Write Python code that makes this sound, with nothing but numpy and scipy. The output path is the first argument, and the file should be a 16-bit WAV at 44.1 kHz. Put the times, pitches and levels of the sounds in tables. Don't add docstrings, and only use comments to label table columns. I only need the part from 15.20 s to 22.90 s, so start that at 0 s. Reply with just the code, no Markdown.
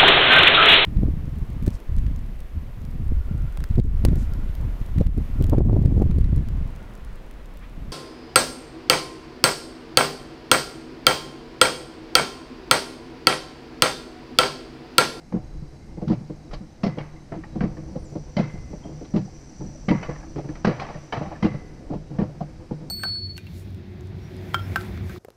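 import sys
import numpy as np
from scipy import signal
from scipy.fft import rfft, irfft
from scipy.io import wavfile
from scipy.ndimage import uniform_filter1d

SR = 44100
rng = np.random.default_rng(int(sys.argv[2]) if len(sys.argv) > 2 else 0)


def nominal_scale(level):
    x = np.asarray(level, float) / 20
    return 10 ** x


def waveform_to_disk(signal):
    frames = np.transpose(np.atleast_2d(signal))
    scaled = np.clip(frames, -1, 1) * 32767
    samples = np.round(scaled).astype(np.int16)
    wavfile.write(sys.argv[1], SR, samples)


N = 339570
T = np.arange(N) / SR

# pitch in Hz, level in dB, t60 in seconds.
SHELL_MODES = [(101, -13.5, 0.075), (150.5, 2, 0.24), (202.3, -13.5, 0.29), (233.4, -23, 0.53)]
# pitch in Hz, level in dB, t60 in seconds.
PANEL_MODES = [(318, 9.5, 0.054), (419, -7, 0.12), (498.6, -4, 0.074), (608, -6, 0.091), (712, -5.5, 0.048),
               (862, -11, 0.048)]
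# frequency in Hz, level in dB.
RATTLE_COLOUR = [(410, 0.5), (700, 3), (965, -1.5), (1180, -0.5), (1530, -6.5), (1970, -5.5), (3440, -21.5),
                 (4740, -23), (5930, -25.5), (9000, -75.5), (11700, -78), (19800, -120)]
# start in seconds, first blow in dB, gap in seconds, second blow in dB, third blow in dB.
RAIL_JOINTS = [(.127, -25, .017, -10, -11.5), (.893, -12, .018, -4.5, -14.5), (1.641, -8.5, .03, -9.5, -18),
               (2.415, -10, .028, -7.5, -30), (3.173, -10.5, .028, -5.5, -27),
               (3.945, -8.5, .019, -6, -17.5), (4.688, -8.5, .022, -4.5, -18),
               (5.453, -9.5, .023, -5.5, -14), (6.233, -8.5, .019, -4.5, -33), (6.994, -8, .029, -8, -42)]
# start in seconds, shell in dB, panel in dB, panel pitch in Hz.
REAR_WHEELS = [(1.34, -27.5, -28, 485), (2.128, -24.5, -25, 384), (2.148, -26.5, -25, 642),
               (2.174, -22.5, -28, 346), (2.93, -29, -33.5, 380), (2.964, -20, -20.5, 497),
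               (3.66, -25.5, -28.5, 470), (3.7, -29.5, -32, 384), (4.418, -21.5, -26.5, 445),
               (5.171, -26, -21, 419), (5.192, -21, -19, 458), (5.939, -33.5, -21, 669),
               (5.978, -19, -22.5, 602), (6.712, -19.5, -21, 347), (6.729, -22.5, -25, 413),
               (6.745, -25, -20.5, 390), (7.52, -20, -20, 384)]
# start in seconds, shell in dB, panel in dB, panel pitch in Hz.
RAIL_BUMPS = [(.784, -22, -29, 399), (0.83, -16.5, -22.5, 400), (1.108, -22.5, -25.5, 384),
              (1.783, -21.5, -22, 585), (2.367, -17, -22.5, 359), (2.769, -17, -23.5, 427),
              (3.513, -31, -34, 379), (3.542, -24, -26, 523), (3.822, -30, -26, 510),
              (4.895, -19.5, -23.5, 475), (5.255, -22.5, -30, 364), (5.298, -23, -25, 448),
              (5.76, -25, -27.5, 535), (6.349, -19, -29, 536), (6.914, -23.5, -30.5, 373),
              (7.104, -30, -32.5, 510), (7.217, -16, -19, 575), (7.626, -25, -35.5, 381)]


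def curve(table):
    s, *columns = np.transpose(table)
    return [np.interp(T, s, c) for c in columns]


def unit(x):
    return x / np.sqrt(np.mean(x ** 2))


def ring(x, modes):
    out = 0
    for hz, db, t60 in modes:
        r = np.exp(-np.log(1000) / (t60 * SR))
        w = 2 * np.pi * hz / SR
        out = out + nominal_scale(db) * signal.lfilter([0, r * np.sin(w)], [1, -2 * r * np.cos(w), r * r], x)
    return out


def colour(x, table):
    hz, db = np.transpose(table)
    f = np.fft.rfftfreq(len(x), 1 / SR) + 1
    return irfft(rfft(x) * nominal_scale(np.interp(np.log(f), np.log(hz), db)), len(x))


def low_pass(x, order, hz):
    return signal.sosfilt(signal.butter(order, hz, fs=SR, output="sos"), x)


def band(lo_hz, hi_hz):
    sos = signal.butter(2, [lo_hz, hi_hz], "band", fs=SR, output="sos")
    return unit(signal.sosfilt(sos, rng.standard_normal(N)))


def walk(rate):
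    k = int(SR / rate)
    steps = np.repeat(rng.standard_normal(N // k + 1), k)
    return uniform_filter1d(uniform_filter1d(steps, k), k)[:N]


def add(out, s, piece):
    i = max(int(s * SR), 0)
    out[i:i + len(piece)] += piece[:N - i]


def whine(table):
    hz, db = curve(table)
    return nominal_scale(db + 3.7 * walk(9.6)) * band(7.3, 55) * np.sin(2 * np.pi * np.cumsum(hz) / SR)


def pings(table, rise_s):
    out, t = np.zeros(N), T[:SR // 4]
    for (s, db, hz, t60), noise in zip(table, rng.standard_normal((len(table), len(t)))):
        wobble = 2.1 * np.sqrt(hz / SR) * uniform_filter1d(np.cumsum(noise), size=40) / 10
        swell = nominal_scale(db - 60 * t / np.clip(t60, .02, .2)) * (1 - np.exp(-t / rise_s))
        add(out, s, swell * np.sin(2 * np.pi * hz * t + wobble))
    return out


def blows(table, rise_s, soft, rough, modes, ring_db, crunch=0):
    out, swells, t = np.zeros(N), np.zeros(N), T[:SR // 8]
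    chance = rng.standard_normal((len(table), len(t)))
    for (s, db, hz), noise in zip(table, chance):
        swell = nominal_scale(db) * (t / rise_s * np.exp(1 - t / rise_s)) ** soft * (1 - (t / t[-1]) ** 4)
        drift = uniform_filter1d(uniform_filter1d(np.cumsum(noise), size=70), size=70)
        turn = 2 * np.pi * hz * t + rough * np.sqrt(hz / SR) * drift
        add(out, s - rise_s, swell * (np.sin(turn) + 0.076 * np.sin(2 * turn + 1)))
        add(swells, s - rise_s, swell)
    out = out + swells * crunch
    return out + nominal_scale(ring_db) * ring(out, modes), swells


def air(roll_db):
    # frequency in Hz, level in dB per Hz.
    air_colour = [(35, 1), (60, -17), (97, -25.5), (147, -11.5), (255, -11.5), (313, -21.5), (403, -21),
                  (495, -19), (1160, -32), (2100, -33), (3050, -39.5), (3650, -43), (4000, -42.5),
                  (5260, -45.5), (8320, -45.5), (12900, -57), (14400, -58)]
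    roll_drift, shake_drift = [db - db.mean() for db in roll_db]
    out = 0
    for hz in 70 * 2 ** np.arange(0, 7.6, .5):
        share = np.clip(np.log2(hz / 600), 0, 1)
        drift_db = (1 - share) * 0.87 * roll_drift + share * (hz < 3800) * 0.42 * shake_drift
        flicker_db = (3.5 - 2.5 * share) * walk(10)
        out = out + band(hz / 1.165, hz * 1.207) * np.sqrt(hz) * nominal_scale(drift_db + flicker_db)
    return nominal_scale(-64.0) * colour(out, air_colour)


def wind():
    # start in seconds, level in dB.
    gusts = [(0, -49), (.2, -36.5), (.9, -40), (1.7, -43), (2.25, -39), (2.95, -39), (4.4, -43), (5.2, -38),
             (5.6, -45.5), (6.0, -40.5), (6.9, -43.5), (7.7, -44)]
    return nominal_scale(curve(gusts)[0] + 0.27 * walk(1.9) + 4.2 * walk(12)) * band(5.0, 75)


def cicadas():
    # start in seconds, level in dB.
    chorus = [
        (0, -71),
        (1.2, -68),
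        (2.2, -72),
        (2.55, -58),
        (3.2, -55),
        (4.7, -50),
        (5.4, -55.5),
        (5.85, -54),
        (6.7, -68),
    ]
    db, = curve(chorus)
    hz = 5895 * (1 + 0.003 * walk(1.4))
    far_db = -61.5 + 0.24 * (db + 61.0)
    buzz = band(9, 95) + 0.56 * band(140, 340)
    core = nominal_scale(1.0 * walk(9.4) - 3.0) * buzz * np.sin(2 * np.pi * np.cumsum(hz) / SR)
    near = nominal_scale(db) * (core + nominal_scale(-16.5) * band(6630, 7870))
    return near + nominal_scale(far_db - 1.0) * band(4290, 5800)


def bird():
    # start in seconds, pitch in Hz, level in dB.
    whistle = [
        (2.785, 8350, -80),
        (2.8, 8600, -60),
        (2.825, 9650, -64),
        (2.836, 9360, -58),
        (2.845, 7960, -53),
        (2.865, 6980, -52),
        (2.9, 6840, -70),
        (2.945, 7300, -63),
        (2.96, 7200, -82),
    ]
    hz, db = curve(whistle)
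    during = (T > whistle[0][0]) * (T < whistle[-1][0])
    call = nominal_scale(db + 3.0 * walk(120)) * np.sin(2 * np.pi * np.cumsum(hz) / SR) * during
    t = T[:SR // 4]
    trunks = rng.standard_normal(len(t)) * nominal_scale(-38 - 60 * t / 0.4)
    return nominal_scale(-3) * call + signal.fftconvolve(call, trunks)[:N]


def cricket():
    # start in seconds, pitch in Hz, level in dB.
    trill = [(0, 6450, -72), (1.27, 6480, -72), (1.33, 6150, -95), (1.4, 6140, -63), (2.1, 6210, -68),
             (2.5, 6130, -71), (5.8, 6080, -63.5), (7.3, 6130, -73.5), (7.7, 6150, -87)]
    return whine(trill)


def bearing():
    # start in seconds, pitch in Hz, level in dB.
    squeal = [(0, 4000, -69), (1.2, 3940, -70), (2.4, 3900, -70), (2.8, 3850, -86.5), (5.3, 3850, -82),
              (5.8, 3790, -73), (7.7, 3870, -71)]
    return whine(squeal)


def jolts():
    # start in seconds, peak in dB, pitch in Hz.
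    jerks = [
        (1.33, -26.5, 29.5),
        (2.42, -34, 46.6),
        (5.0, -33, 41),
    ]
    return blows(jerks, 0.0417, 0.83, 0.27, SHELL_MODES, -68)[0]


def rolling(db, swells):
    # pitch in Hz, level in dB, t60 in seconds.
    hum = [(319.5, -4.5, 0.17), (504, -8, 0.16), (733.4, -14, 0.22)]
    keep = np.exp(-1 / (0.0082 * SR))
    shake = signal.lfilter([1 - keep], [1, -keep], swells)
    rough = nominal_scale(db + 4 * walk(40) + 2 * walk(9))
    grains = rng.standard_normal(N)
    shell = nominal_scale(-34.5) * ring(grains * (rough + 0.34 * shake), SHELL_MODES)
    return shell + nominal_scale(-42.0) * ring(grains * (rough + 0.38 * shake), PANEL_MODES + hum)


def rail():
    # start in seconds, level in dB, pitch in Hz, t60 in seconds.
    strikes = [(0, -69, 2070, 5), (1.64, -45, 1990, .8), (.6, -65, 2075, 3), (1.958, -57, 2000, .3),
               (3.845, -56, 3880, .1), (3.168, -42, 2040, 1.05), (3.63, -58, 3140, .3),
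               (4.686, -40, 2020, .8), (4.83, -55, 2020, .7), (6.226, -43, 2000, 1)]
    split_hz, rough = 57, .5
    low, high, t = np.zeros(N), np.zeros(N), T[:SR]
    for s, db, hz, t60 in strikes:
        fade = nominal_scale(db - 60 * t / t60) * (1 - np.exp(-t / 0.0044))
        early = np.exp(-t / 0.16)
        main = np.sin(2 * np.pi * hz * (t - .0015 * early))
        third = .7 * early * np.sin(2 * np.pi * (hz + 2 * split_hz) * t + 2)
        add(low, s, fade * (main + third))
        add(high, s, 1.1 * fade * np.exp(-t / 0.26) * np.sin(2 * np.pi * (hz + split_hz) * t))
    return low * (1 + rough * band(6.6, 45)) + high * (1 + rough * band(6.6, 45))


def panel_notes():
    # start in seconds, level in dB, pitch in Hz, t60 in seconds.
    sung = [(.815, -25.5, 720, 0.044), (.94, -26, 150, .2), (1.778, -30, 810, .05), (2.24, -39, 850, 0.12),
            (2.358, -30, 705, 0.051), (2.385, -23, 149, 0.18), (2.408, -25, 693, .06),
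            (4.0, -19.5, 193, 0.22), (5.4475, -16, 1146, .03), (6.99, -46, 1130, .04),
            (1.335, -38, 630, 0.091), (1.635, -20, 677, 0.13), (1.66, -32, 660, 0.11),
            (1.786, -30.5, 580, 0.096), (2.12, -25, 675, 0.12), (2.755, -22, 540, 0.06),
            (3.167, -23, 1020, 0.046), (3.195, -28, 613, 0.074), (3.651, -26, 690, .06),
            (3.937, -30, 750, .05), (4.078, -32.5, 730, 0.052), (4.552, -30.5, 618, 0.044),
            (4.71, -22, 944, 0.15), (4.735, -31, 577, 0.074), (4.735, -32, 957, 0.098),
            (4.829, -31, 1153, .08), (4.856, -37, 1145, .15), (4.891, -25, 498, 0.087),
            (4.893, -39, 1150, 0.09), (5.032, -38.5, 830, 0.075), (5.29, -38, 500, 0.062),
            (5.598, -27, 1060, 0.12), (5.6, -35, 1155, 0.092), (5.616, -21, 780, 0.06),
            (5.667, -29, 903, 0.05), (5.688, -35, 865, 0.13), (5.927, -22, 910, 0.096),
            (5.93, -21.5, 677, 0.16), (5.96, -30, 1250, .08), (6.052, -31, 792, 0.16),
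            (6.052, -33, 546, 0.077), (6.126, -44, 775, .08), (6.227, -29, 984, 0.088),
            (6.984, -23, 684, 0.058)]
    return pings(sung, 0.0024)


def metal_notes():
    # start in seconds, level in dB, pitch in Hz, t60 in seconds.
    parts = [(1.634, -31, 2710, 0.048), (1.636, -52, 4441, .1), (1.636, -40.5, 5370, 0.26),
             (1.66, -44, 1860, 0.087), (1.66, -46, 2220, 0.087), (1.784, -37, 2820, 0.054),
             (1.784, -38, 3190, 0.055), (1.81, -39, 2180, .08), (2.12, -35.5, 1324, 0.063),
             (2.12, -47, 2080, 0.2), (2.237, -32, 1850, 0.033), (2.24, -57, 2900, .05),
             (2.407, -30.5, 1880, 0.051), (3.167, -31, 3070, 0.066), (3.167, -39, 4070, .07),
             (3.167, -31.5, 4570, 0.058), (3.96, -44, 1870, 0.086), (3.962, -52, 2900, .08),
             (4.686, -26, 1970, 0.23), (4.686, -34, 3080, 0.099), (4.686, -39, 3630, 0.072),
             (4.71, -33, 1920, 0.045), (4.71, -40, 2320, 0.05), (4.735, -40, 2170, 0.06),
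             (4.829, -35, 1453, .08), (4.829, -34, 2580, 0.06), (4.833, -38, 2980, .08),
             (4.957, -37, 1830, .05), (5.03, -40, 1650, 0.043), (5.447, -24, 1570, 0.055),
             (5.447, -43, 4000, 0.14), (5.449, -41, 5300, 0.066), (5.449, -46, 2940, .04),
             (5.472, -32, 1420, 0.088), (5.555, -44, 1780, 0.11), (5.597, -40, 2420, 0.086),
             (5.598, -43, 4270, 0.11), (5.62, -43, 2050, .08), (5.62, -44, 5150, .1),
             (5.638, -45, 3100, .06), (5.689, -47, 1820, 0.065), (5.742, -38, 1830, .08),
             (5.925, -31, 2290, .07), (5.925, -26, 3030, 0.052), (5.96, -42, 2330, 0.091),
             (6.05, -51, 2050, .06), (6.154, -39.5, 1740, .08), (6.229, -35, 3110, .07),
             (6.25, -39, 2050, .1), (6.252, -34, 2800, 0.072)]
    return pings(parts, 0.001)


def more_notes():
    # start in seconds, level in dB, pitch in Hz, t60 in seconds.
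    swings = [(.773, -27, 332, 0.048), (.975, -26, 150, .15), (2.185, -26, 308, 0.095),
              (2.21, -29, 159, 0.14), (2.468, -20, 190, 0.094), (3.648, -26.5, 718, 0.042),
              (6.325, -27, 200, .15), (4.406, -24, 334, 0.056), (4.406, -37, 860, 0.086),
              (6.0, -27, 248, 0.086), (6.7, -30, 700, .05), (6.725, -24, 690, .05),
              (6.735, -28, 337, 0.093), (7.04, -24, 200, .06), (7.228, -28, 170, .08),
              (7.535, -30, 153.5, .2), (1.777, -22, 518, .04)]
    return pings(swings, .003)


def dry_ticks():
    # start in seconds, level in dB, t60 in seconds.
    bursts = [(.817, -47, 0.035), (1.81, -38, .08), (.1235, -34, .04), (4.407, -55, 0.036),
              (4.6905, -28.5, 0.048), (5.4483, -13.5, 0.039), (5.51, -32, .05), (5.62, -35, .06),
              (5.6674, -37, .05), (5.689, -42, .04), (5.7427, -43, 0.055), (5.946, -30, .04),
              (5.97, -30, .05), (2.4066, -28, .03), (6.058, -36, 0.052), (6.127, -42.5, .04),
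              (6.2323, -30.5, .04)]
    out, t = np.zeros(N), T[:4096]
    for (s, db, t60), noise in zip(bursts, rng.standard_normal((len(bursts), len(t)))):
        fade = nominal_scale(db - 60 * t / max(t60, .015)) * (1 - np.exp(-t / .0004))
        add(out, s, fade * unit(colour(noise, RATTLE_COLOUR)))
    return out


def metal_rows():
    # start in seconds, peak in dB, top in dB, pitch of the loose part in Hz,
    # rattle t60 in seconds.
    at_joints = [(0.1233, -45, -26, 1390, 0.4), (0.8803, -36.5, -3, 1280, 0.55),
                 (1.634, -26.5, -6, 1874, 0.5), (2.4075, -26, -41, 1600, 0.29),
                 (3.167, -23.5, -8, 2070, 0.62), (3.938, -38, -9, 1280, 0.78),
                 (4.6854, -20, -16, 2210, 0.65), (5.447, -17, -14, 1620, 0.76),
                 (6.2262, -24, -10.5, 2040, 0.6), (6.987, -32, -15, 1810, 0.34)]
    falling = [(0.918, -35.5, -8, 1320, 0.1), (1.3119, -37.5, -11, 1250, 0.3),
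               (1.333, -37.5, 1, 1400, 0.16), (3.962, -36, -4, 2660, 0.14), (1.785, -31, -18, 2240, 0.75),
               (2.1206, -37, -40, 1790, 0.43), (2.2376, -39, -32, 1940, .12), (2.569, -41, -37, 1780, 0.2),
               (3.8462, -48.5, -4, 1440, 0.62), (4.829, -29.5, -18, 2250, 0.38),
               (4.8926, -34, -29, 2030, 0.5), (4.961, -39.5, -30, 1730, 0.3), (5.028, -49, -22, 1670, 0.54),
               (5.16, -40.5, -14, 1280, 0.97), (5.289, -38.5, -27, 1750, 0.035),
               (5.355, -36.5, -15, 1930, 0.19), (5.5976, -29, -7.5, 2280, 0.32),
               (5.62, -35.5, -16, 1830, 0.55), (5.688, -37, -22, 1800, 1), (5.9247, -21.5, -14, 1736, 0.89),
               (6.1253, -45, -24, 1730, 0.23), (6.156, -57, -23, 1710, 0.12)]
    faint = [(s - 0.011, db - 25.5, -5.5, 1410, 0.17) for s, _, db, _ in REAR_WHEELS + RAIL_BUMPS]
    again = [(s + joint[2], db - 8.5, top_db, hz * 1.2, 0.066)
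             for (s, db, top_db, hz, _), joint in zip(at_joints, RAIL_JOINTS)]
    return again + at_joints + falling + faint


def clacks(table):
    # pitch in Hz, level in dB, t60 in seconds.
    metal_modes = [(1146, 4, 0.2), (1358, -3, 0.12), (1703, -6.5, 0.47), (1970, -6, 0.084),
                   (2030, -22, 5.4), (2290, -7.5, 1.6), (2406, -4, 0.14), (2610, -10.5, 0.53),
                   (2967, -10, 0.17), (3820, -20.5, 0.22), (4000, -23.5, 0.53), (4630, -14.5, 0.52)]
    strike, notes, rattle, top = np.zeros((4, N))
    t = T[:SR // 2]
    ping = (1 - np.exp(-t / .0006)) * np.exp(-t / .008)
    crash = nominal_scale(-1.5) * np.tanh(t / .004) * np.exp(-(t / 0.027) ** 2)
    for (s, db, top_db, hz, t60), burst in zip(table, rng.standard_normal((len(table), 61))):
        add(strike, s, nominal_scale(db) * burst)
        add(notes, s, nominal_scale(db) * ping * np.sin(2 * np.pi * hz * t))
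        fade = (1 - np.exp(-t / 0.00037)) * (np.exp(-t / 0.017) + 0.59 * nominal_scale(-60 * t / max(t60, .02)))
        add(rattle, s - .001, nominal_scale(db) * fade)
        add(top, s - .001, nominal_scale(db + top_db) * (fade + crash))
    grit = nominal_scale(2.0 * walk(150))
    noise = unit(colour(rng.standard_normal(N), RATTLE_COLOUR))
    out = nominal_scale(-7.0) * rattle * grit * noise + nominal_scale(-14.5) * top * grit * band(2800, 5300) + nominal_scale(-3.5) * notes
    damped = [(f, db, min(.35 * t60, .14)) for f, db, t60 in metal_modes]
    out = out + nominal_scale(-57) * ring(strike, damped)
    out = out + nominal_scale(-46.0) * ring(rattle * grit * rng.standard_normal(N), damped)
    out = colour(out, [(3310, 0), (3560, -6), (3810, 0)])
    spray = nominal_scale(-38) * top * grit * band(6000, 9700)
    return spray + low_pass(out, 6, 6300)


def panel_rows():
    # start in seconds, first in dB, first pitch in Hz, second in dB.
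    slaps = [(.129, -23, 550, -24.5), (.905, -13.5, 384, -22.5), (1.643, -17, 546, -19),
             (2.431, -22.5, 470, -25), (3.177, -15.5, 534, -16), (3.949, -19.5, 450, -21.5),
             (4.693, -45, 410, -12), (5.46, -30, 713, -11.5), (6.228, -21.5, 620, -12.5),
             (6.995, -19.5, 473, -20.5)]
    # start in seconds, length in seconds, level in dB, pitch in Hz.
    chatter = [
        (4.917, .07, -44, 563),
        (5.508, 0.2, -32, 712),
        (6.018, .13, -29.5, 657),
        (6.272, .03, -41, 488),
    ]
    rows = [row for s, db1, hz, db2 in slaps for row in ((s, db1, hz), (s + .02, db2, 443))]
    rows += [(s - 0.005946, db, hz) for s, _, db, hz in REAR_WHEELS + RAIL_BUMPS]
    for (s, length, db, hz), c in zip(chatter, rng.standard_normal((len(chatter), 3, 12))):
        late = 0.041 * (np.arange(12) + .25 * c[0])
        levels = db - 30 * late + 8.5 * c[1]
        hits = zip(s + late, levels, hz * (1 + 0.074 * c[2]))
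        rows += [hit for hit in hits if hit[0] < s + length]
    return rows


def panels():
    knocks, _ = blows(panel_rows(), 0.00508, 0.56, 1.845, PANEL_MODES, -43.0, crunch=0.35 * band(463, 853))
    return low_pass(knocks, 4, 1250)


def sags():
    rows = [(s + .07, max(db1, db2) - 19.5 - 5.5, 120.7) for s, db1, _, db2, _ in RAIL_JOINTS]
    return blows(rows, 0.04, 0.8, 0.1, SHELL_MODES[:1], -73.5)[0]


def shell_rows():
    joint_hz = [194.3, 197.1, 184.7]
    # start in seconds, level in dB.
    shudders = [(.355, -36), (0.428, -24), (0.879, -12.5), (1.013, -22.5), (1.413, -23), (1.808, -28),
                (2.728, -27), (3.25, -25), (3.345, -23), (4.048, -29), (4.401, -27.5), (4.441, -27),
                (4.458, -25), (4.486, -29.5), (4.754, -12.5), (4.815, -22.5), (5.598, -28), (6.016, -19.5),
                (6.071, -22), (6.292, -21), (6.331, -36), (6.762, -18)]
    rows = [row for s, db1, gap, db2, db3 in RAIL_JOINTS
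            for row in zip((s, s + gap, s + gap + 0.02194), (db1, db2, db3), joint_hz)]
    small = [row[:2] for row in REAR_WHEELS + RAIL_BUMPS] + shudders
    rows += [(s, db, 175 * (1 + 0.1 * c) + 1.18 * (db + 14.5))
             for (s, db), c in zip(small, rng.standard_normal(len(small)))]
    return rows


def wheel_thuds():
    return blows(shell_rows(), 0.00743, 1.91, 0.077, SHELL_MODES, -58.0)


def scene():
    # start in seconds, rolling in dB, shaking of loose metal in dB.
    haul = [(0, -41, -67.5), (.3, -41, -66), (2.2, -41, -65.5), (2.4, -33.5, -60), (3.0, -40, -66.5),
            (3.3, -39, -60), (4.7, -39, -65), (5.25, -39, -64.5), (5.68, -39, -48), (5.96, -40, -64),
            (6.4, -35, -60), (7.1, -37.5, -64.5), (7.35, -38.5, -61.5), (7.7, -36, -64)]
    roll_db, shake_db = curve(haul)
    thuds, swells = wheel_thuds()
    cart = nominal_scale(-1.5) * thuds + sags() + nominal_scale(-5.5) * panels() + clacks(metal_rows())
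    cart = cart + rail() + rolling(roll_db, swells) + bearing()
    details = panel_notes() + metal_notes() + more_notes() + dry_ticks()
    forest = air((roll_db, shake_db)) + cicadas() + cricket() + bird()
    return (cart + details + forest + jolts() + wind())[None]


def thin_out(x):
    hz, _, z = signal.stft(x, SR, "cosine", 2048, 1024)
    usual = uniform_filter1d(uniform_filter1d(abs(z), size=60, axis=0), size=5, axis=1)
    chance = rng.standard_normal((len(hz) // 12 + 1, z.shape[1]))
    patch = nominal_scale(3.5 * np.repeat(chance, 12, axis=0)[:len(hz)])
    bar = np.interp(hz, [6500, 8300, 9500, 13700, 14300], [0, .65, 1.15, 1.1, 4])[:, None]
    loud_db = 20 * np.log10(abs(z[:60]).sum(axis=0) + 1e-9)
    bar = bar * (1 + .06 * np.clip(loud_db - np.median(loud_db) - 4, 0, 12))
    return signal.istft(z * (abs(z) > bar * patch * usual), SR, "cosine", 2048, 1024)[1][:N]


def roll_off(x):
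    return signal.sosfilt(signal.butter(12, 14580, fs=SR, output="sos"), x)


def record(dry):
    rounded = np.tanh(1.0 * dry[0]) / 1.316
    mix = thin_out(rounded)[None]
    return roll_off(mix)


dry = scene()
out = record(dry)
waveform_to_disk(out)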